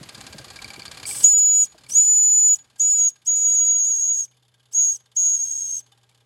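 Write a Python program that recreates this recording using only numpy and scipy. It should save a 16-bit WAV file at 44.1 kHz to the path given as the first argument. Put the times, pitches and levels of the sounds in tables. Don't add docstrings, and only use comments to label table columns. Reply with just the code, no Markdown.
import sys
import numpy as np
from scipy import signal
from scipy.fft import rfft, irfft, next_fast_len
from scipy.io import wavfile
from scipy.ndimage import uniform_filter1d, map_coordinates

SR = 44100
rng = np.random.default_rng(int(sys.argv[2]) if len(sys.argv) > 2 else 0)


def wrap_up_sound(samples):
    columns = np.atleast_2d(samples).T
    tamed = np.clip(columns, -1, 1)
    steps = np.round(tamed * 32767).astype(np.int16)
    wavfile.write(sys.argv[1], SR, steps)


def nominal_scale(level):
    x = np.asarray(level, float) / 20
    return 10 ** x


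N = 275625

# opening in seconds, rise in seconds, shut in seconds,
# fall in seconds, hiss in dB over the surroundings.
TOOTS = [
    (1.228, 0.018, 1.658, .022, 9),
    (1.893, .03, 2.562, .02, 11.5),
    (2.79, 0.015, 3.1, 0.015, 13),
    (3.257, 0.022, 4.254, 0.025, 14.5),
    (4.723, 0.034, 4.968, 0.034, 15.5),
    (5.158, 0.013, 5.803, .022, 14.5),
]


def unit(x):
    return x / np.sqrt(np.mean(x ** 2) + 1e-20)


def curves(rows):
    s, *cols = np.transpose(rows)
    return [np.interp(np.arange(N) / SR, s, c) for c in cols]


def gate(start_s, end_s, edge_s):
    t = np.arange(N) / SR
    return np.clip(np.minimum(t - start_s, end_s - t) / edge_s, 0, 1)


def wobble(rate_hz):
    knots = rng.standard_normal(int(N * rate_hz / SR) + 4)
    return map_coordinates(knots, [np.arange(N) * rate_hz / SR])


def filtered(x, response):
    m = next_fast_len(N + SR // 2)
    return irfft(rfft(x, m) * response(np.fft.rfftfreq(m, 1 / SR)), m)[:N]


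def slope(points):
    f, db = np.transpose(points)
    return lambda hz: nominal_scale(np.interp(np.log(hz + 1), np.log(f), db))


def resonances(modes):
    def response(f):
        total = 0
        for k, (c, w, db) in enumerate(modes):
            total = total + (-1) ** k * nominal_scale(db) * 1j * f * w / (c * c - f * f + 1j * f * w)
        return total
    return response


def noise(response):
    return unit(filtered(rng.standard_normal(N), response))


def surroundings(level_db):
    # Hz, dB per Hz.
    air_spectrum = [(18, -45.5), (30, -2.5), (113, 0.5), (511, -7.5), (794, -9.5), (1410, -9),
                    (1600, -11.5), (1870, -11), (4540, -14.5), (6040, -20), (6530, -17), (11300, -24),
                    (15000, -41)]
    # time in seconds, pitch in Hz, level in dB.
    hum_course = [(0, 126.2, -80), (1, 126, -73), (1.2, 126, -47.5), (1.3, 126, -71.5), (1.7, 126, -80.5),
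                  (1.87, 126, -58.5), (2.1, 125.8, -80), (2.7, 125.5, -71.5), (4.3, 123.2, -68.5),
                  (6.25, 120.5, -65.5)]
    # Hz, width in Hz, level in dB.
    overtones = [(436.7, 44, 0.5), (614, 30, -2.5), (920, 35, -3)]
    hz, hum_db = curves(hum_course)
    air = nominal_scale(level_db + 0.72 * wobble(11)) * noise(slope(air_spectrum))
    phase = 2 * np.pi * np.cumsum(hz + 1.4 * wobble(23)) / SR
    hum = nominal_scale(hum_db + 2 + 1.5 * wobble(2.6)) * np.sin(phase)
    return air + hum + nominal_scale(hum_db - 12.0) * noise(resonances(overtones))


def wind():
    # start in seconds, peak in dB, settled pitch in Hz.
    thumps = [(0.009, -32.5, 144), (0.177, -35.5, 138), (0.297, -35.5, 75), (0.344, -29.5, 153),
              (0.393, -30.5, 117), (0.46, -40, 95.5), (0.642, -36, 115), (0.779, -34.5, 104),
              (0.878, -37.5, 80.7), (0.979, -42, 94.2), (1.743, -42.5, 621), (1.957, -42, 105),
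              (2.118, -44, 418), (5.724, -52.5, 220)]
    x, t = np.zeros(N + SR), np.arange(SR // 10) / SR
    puff = noise(slope([(60, -4), (200, 2), (650, -4), (1100, -33)]))
    for s, db, hz in thumps:
        i = round(s * SR)
        cycles = hz * (t + 0.0058 * (1 - np.exp(-t / 0.001997)))
        shape = nominal_scale(db - 1 - 60 * t / 0.081) * (1 - np.exp(-t / 0.0052))
        x[i:][:len(t)] += shape * (np.sin(2 * np.pi * cycles) + 0.58 * puff[i:][:len(t)])
    return x[:N]


def squeak(level_db):
    t = np.arange(N) / SR
    beat = np.clip(np.sin(2 * np.pi * (12.66 * t - .535)), 0, 1)
    return nominal_scale(level_db - 13 - 2.5 * t) * beat * noise(resonances([(11640, 324, 0)]))


def rod():
    # start in seconds, peak in dB, upper mode in dB, crack in dB.
    clinks = [(0.5894, -28.5, -14, -15.5), (0.6445, -26, 4.5, -8.5), (0.7035, -28.5, -4, -10.5),
              (0.762, -32, 3, -11), (0.82, -32.5, 9.5, -12.5), (0.88, -38, 15, -14),
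              (0.9378, -41.5, -3, -12), (0.9995, -37, 6, -9.5), (1.054, -26, 8, -23),
              (1.1106, -25, 2.5, -9.5), (1.1697, -40.5, -2.5, -8), (1.5165, -46, 11, -17),
              (1.8652, -41, 0, -9.5), (1.9021, -40, -5, -14), (1.9757, -38, 8, -10), (2.0343, -48, 4, -17),
              (4.2785, -62, -6, -12.5), (4.335, -59, -2.5, -15), (6.114, -58, -1, -4)]
    mode_hz = (2314, 4600)
    x, t = np.zeros(N + SR), np.arange(SR // 20) / SR
    fade = nominal_scale(-60 * t / .028)
    for s, db, upper_db, crack_db in clinks:
        detune = 1 + 0.016 * rng.standard_normal()
        lower = np.sin(2 * np.pi * mode_hz[0] * t)
        upper = nominal_scale(upper_db) * fade * np.sin(2 * np.pi * mode_hz[1] * detune * t)
        ring = fade * (lower + upper) * (1 - np.exp(-t / 0.0013))
        crack = nominal_scale(crack_db + 6.5 - 60 * t / 0.00703) * np.diff(rng.standard_normal(len(t) + 1))
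        x[round(s * SR):][:len(t)] += nominal_scale(db) * (ring + crack)
    return filtered(x[:N], slope([(9000, 1.5), (14000, -23.5)]))


def engine(level_db):
    # time in seconds, turns so far.
    shaft = [(.029, 0), (1.029, 17), (1.836, 31), (2.757, 47), (3.215, 55), (4.308, 74), (5.057, 87),
             (5.86, 101), (6.2025, 107)]
    # Hz, dB per Hz.
    exhaust_spectrum = [(290, -27), (500, -6.5), (792, -12.5), (886, -5.5), (1220, 0.5), (1420, -23),
                        (1590, -2.5), (1850, -7), (4530, 0.5), (6060, -9.5), (6590, -1.5), (11200, -13.5),
                        (14000, -44.5)]
    # Hz, width in Hz, level in dB.
    frame_modes = [(799, 32, -2.5), (1614, 36, -2.5)]
    crank_modes = [(4220, 210, -2.5), (4850, 210, -1), (2360, 67, -0.5)]
    roof_modes = [(2995, 110, -4), (3290, 110, -4), (3593, 70, -1), (5030, 84.7, -11.5), (1611, 17, -12.5),
                  (11200, 160, -9.5)]
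    # time in seconds, crank in dB, roof in dB.
    view = [(0, -7.5, -19), (1, -2.5, -8.5), (2.7, -9, -7.5), (4.3, -16, 1), (6.25, -17.5, -1.5)]

    s, turns = np.transpose(shaft)
    crank_db, roof_db = curves(view)
    chance = rng.standard_normal((108, 4))
    when_s = np.interp(np.arange(108), turns, s) + .001 * chance[:, 0]
    back_s = when_s + .031 + .005 * chance[:, 2]
    forward, back = np.zeros(N), np.zeros(N)
    forward[(when_s * SR).astype(int)] = nominal_scale(1.4 * chance[:, 1])
    back[(back_s * SR).astype(int)[:-1]] = nominal_scale(3 * chance[:-1, 3])

    t = np.arange(SR // 20) / SR
    puff_shape = (1 - np.exp(-t / .003)) * np.exp(-t / .0068)
    shake_shape = t / .005 * np.exp(-t / 0.0054)
    puff = signal.fftconvolve(forward + nominal_scale(-11) * back, puff_shape)[:N]
    shake = signal.fftconvolve(forward + nominal_scale(-8.5) * back, shake_shape)[:N]
    rough_puff = puff * nominal_scale(2 * wobble(700)) * rng.standard_normal(N)
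    exhaust = unit(filtered(rough_puff, slope(exhaust_spectrum)))

    def shaken(modes):
        return unit(filtered(shake * rng.standard_normal(N), resonances(modes)))

    metal = nominal_scale(-7.5) * shaken(frame_modes) + nominal_scale(crank_db) * shaken(crank_modes)
    metal = metal + nominal_scale(roof_db) * shaken(roof_modes)
    return nominal_scale(level_db - 9.5) * (exhaust + metal)


def steam(level_db):
    # Hz, dB per Hz.
    hiss_spectrum = [(900, -17), (2000, -28.5), (2700, -10.5), (3300, -5.5), (3800, -13), (4100, -18.5),
                     (4500, -6.5), (5200, 0.5), (6000, -2), (7600, 1.5), (9000, -1), (11000, -5),
                     (12500, -13.5), (15600, -14.5)]
    rumble_spectrum = [(18, -47.5), (30, -12), (119, -0.5), (333, -8.5), (535, -6.5), (1030, -19),
                       (1500, -28.5), (1950, -53), (3300, -120)]
    # Hz, width in Hz, level in dB.
    slot_full = [(8280, 300, 0), (7700, 250, -8), (9500, 500, -9)]
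    slot_spent = [(7735, 420, 0)]
    # time in seconds, share from 0 to 1.
    sag_course = [(2.0, 0.09), (2.4, 1)]
    # start in seconds, shut in seconds, hiss in dB over the surroundings,
    # slot rush in dB over the hiss, rumble in dB over the surroundings.
    leak = (1.05, 1.235, 3, 14.5, -10)
    lead_s, lag_s = .014, 0.02
    spurt_extra_db, spurt_s = 2, .05
    slot_over_hiss_db, rumble_over_air_db = 8.5, 2.5

    sag = np.clip(curves(sag_course)[0], 0, 1)
    rush = (1 - sag) * noise(resonances(slot_full)) + sag * noise(resonances(slot_spent))
    hiss, rumble = noise(slope(hiss_spectrum)), noise(slope(rumble_spectrum))
    spit = nominal_scale(1.3 * wobble(60))
    jet, t = np.zeros(N), np.arange(N) / SR
    flows = [leak]
    for start, _, end, _, db in TOOTS:
        flows.append((start - lead_s, end + lag_s, db, slot_over_hiss_db, rumble_over_air_db))
    for start, end, hiss_db, slot_db, rumble_db in flows:
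        spurt_db = spurt_extra_db * np.exp(-np.abs(t - start) / spurt_s)
        spray = spit * nominal_scale(hiss_db + spurt_db) * (nominal_scale(8.0) * hiss + nominal_scale(slot_db) * rush)
        jet += gate(start, end, .02) ** 2 * (spray + nominal_scale(rumble_db) * rumble)
    return nominal_scale(level_db) * jet


def whistle():
    # time in seconds, pitch in Hz, tone in dB.
    holds = [
        [(1.245, 6794, -3.5), (1.254, 6830, -8.5), (1.3, 6907, -14), (1.6, 6870, -14), (1.634, 6830, -15)],
        [(1.922, 5930, -29.5), (1.948, 6580, -23.5), (1.956, 6740, -12.5), (1.985, 6850, -10.5),
         (2.034, 6950, -15.5), (2.166, 6954, -13.5), (2.466, 6940, -14), (2.512, 6870, -12.5),
         (2.55, 6885, -16)],
        [(2.805, 6740, -14.5), (2.825, 6810, -16), (2.97, 6900, -18), (3.014, 6750, -14.5), (3.086, 6678, -16)],
        [(3.283, 6740, -17), (3.4, 6844, -19), (3.46, 6736, -16.5), (3.72, 6738, -16.5), (3.83, 6656, -19.5),
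         (3.89, 6733, -18), (3.985, 6606, -22), (4.1, 6708, -18), (4.23, 6610, -27)],
        [(4.76, 6600, -19), (4.782, 6694, -15), (4.9, 6640, -18), (4.935, 6580, -25.5)],
        [(5.176, 6654, -17.5), (5.34, 6660, -18.5), (5.38, 6540, -28), (5.43, 6630, -20.5), (5.465, 6450, -32),
         (5.5, 6590, -27.5), (5.58, 6540, -29), (5.775, 6443, -27.5)],
    ]
    # start in seconds, end in seconds, rate in Hz, pitch swing in Hz, level swing in dB.
    tremor_settings = (3.5, 4, 8.5, 44.5, -0.7)
    crack_hz, crack_db = 4860, -58.5
    seat_hz, seat_db = 5460, -46.5
    ease, glide_bend = 1.3, 2.2
    clear_breath, clear_db, breath_per_db, breath_max = .06, -17, .036, .6

    tone, t = np.zeros(N), np.arange(N) / SR
    turbulence = wobble(260) + 1j * wobble(260) + 0.2017 * (wobble(1300) + 1j * wobble(1900))
    skirt = 0.02 * (wobble(2200) + 1j * wobble(2200))
    flutter = wobble(45)
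    first_s, last_s, rate_hz, swing_hz, swing_db = tremor_settings
    turn = 2 * np.pi * rate_hz * (t - first_s)
    tremor = gate(first_s, last_s, .05) * (np.sin(turn) - .35 * np.sin(2 * turn))
    for (start, rise, end, fall, _), hold in zip(TOOTS, holds):
        hz, db = curves(hold)
        opening = np.clip(1 - (t - start) / rise, 0, 1) ** ease
        closing = np.clip(1 - (end - t) / fall, 0, 1) ** ease
        hz, db = hz + swing_hz * tremor, db + swing_db * tremor
        hz = hz + (crack_hz - hz) * opening ** glide_bend + (seat_hz - hz) * closing ** glide_bend
        db = db + (crack_db - db) * opening + (seat_db - db) * closing
        breath = clear_breath + breath_per_db * np.clip(clear_db - db, 0, None)
        breath = np.clip(breath, 0, breath_max)
        shaken_hz = hz * (1 + (0.0015 + .008 * breath) * flutter)
        cycle = np.exp(2j * np.pi * np.cumsum(shaken_hz) / SR)
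        swing = cycle * (1 + breath * turbulence + skirt)
        fundamental = nominal_scale(db + 2.5 + .5 * flutter) * swing
        octave = nominal_scale(1.39 * db - 27.5) * swing * cycle
        tone += gate(start, end, 0.001) * (fundamental + octave).real
    return tone


def yard(x):
    t = np.arange(SR // 6) / SR
    fade = nominal_scale(-60 * t / .35) * np.cos(np.pi * 3 * t) * (t > .01)
    scatter = fade * rng.standard_normal(len(t))
    return x + signal.fftconvolve(x, nominal_scale(-28.0) * unit(scatter) / np.sqrt(len(t)))[:N]


def scene():
    # time in seconds, level in dB.
    gain = [(0, -49.5), (1, -48.5), (1.243, -49), (1.265, -60), (1.7, -62.5), (1.87, -59), (2.1, -64),
            (2.7, -66.5), (3.2, -70.5), (4.3, -73), (5.1, -71.5), (6.25, -70)]
    (air_db,) = curves(gain)
    echoing = yard(whistle() + steam(air_db) + engine(air_db + 11.5) + rod())
    mono = echoing + squeak(air_db) + wind() + surroundings(air_db)
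    return np.array([mono, mono])


def hollowed(x):
    # time in seconds, margin under the tone in dB.
    margin = [(1.2, 60), (1.34, 57), (1.39, 45.5), (1.41, 32.5), (1.53, 33), (1.56, 68), (2.1, 50),
              (2.25, 46.5), (4.2, 47.5), (4.85, 50), (5.36, 49)]
    # Hz, dB.
    spread = [(4900, -60), (5300, -12), (6400, -11), (7200, 6), (8200, 0), (10000, -3), (10500, -16),
              (13000, -24), (15500, -27)]
    hz, t, z = signal.stft(x, SR, nperseg=2048)
    power = np.abs(z[:-1]) ** 2
    bands = power.reshape(64, 16, -1).mean(axis=1)
    margin_db = np.interp(t, *np.transpose(margin))
    mask = power.max(axis=0) * nominal_scale(-2 * margin_db) * slope(spread)(hz[8:-1:16])[:, None] ** 2
    waver = unit(uniform_filter1d(rng.standard_normal(mask.shape), 7))
    mask = mask * nominal_scale(4 * waver)
    z[:-1] *= np.repeat(bands > mask, 16, axis=0)
    return signal.istft(z, SR, nperseg=2048)[1][:N]


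def roll_off(x):
    return signal.sosfilt(signal.butter(12, 15830, fs=SR, output="sos"), x)


def record(dry):
    envelope = np.abs(signal.hilbert(dry[0]))
    held = dry[0] / (1 + (envelope / .9) ** 8) ** (1 / 8)
    mono = hollowed(filtered(held, slope([(20, -60), (58, 0.5)])))
    return roll_off(np.array([mono, mono]))


dry = scene()
out = record(dry)
wrap_up_sound(out)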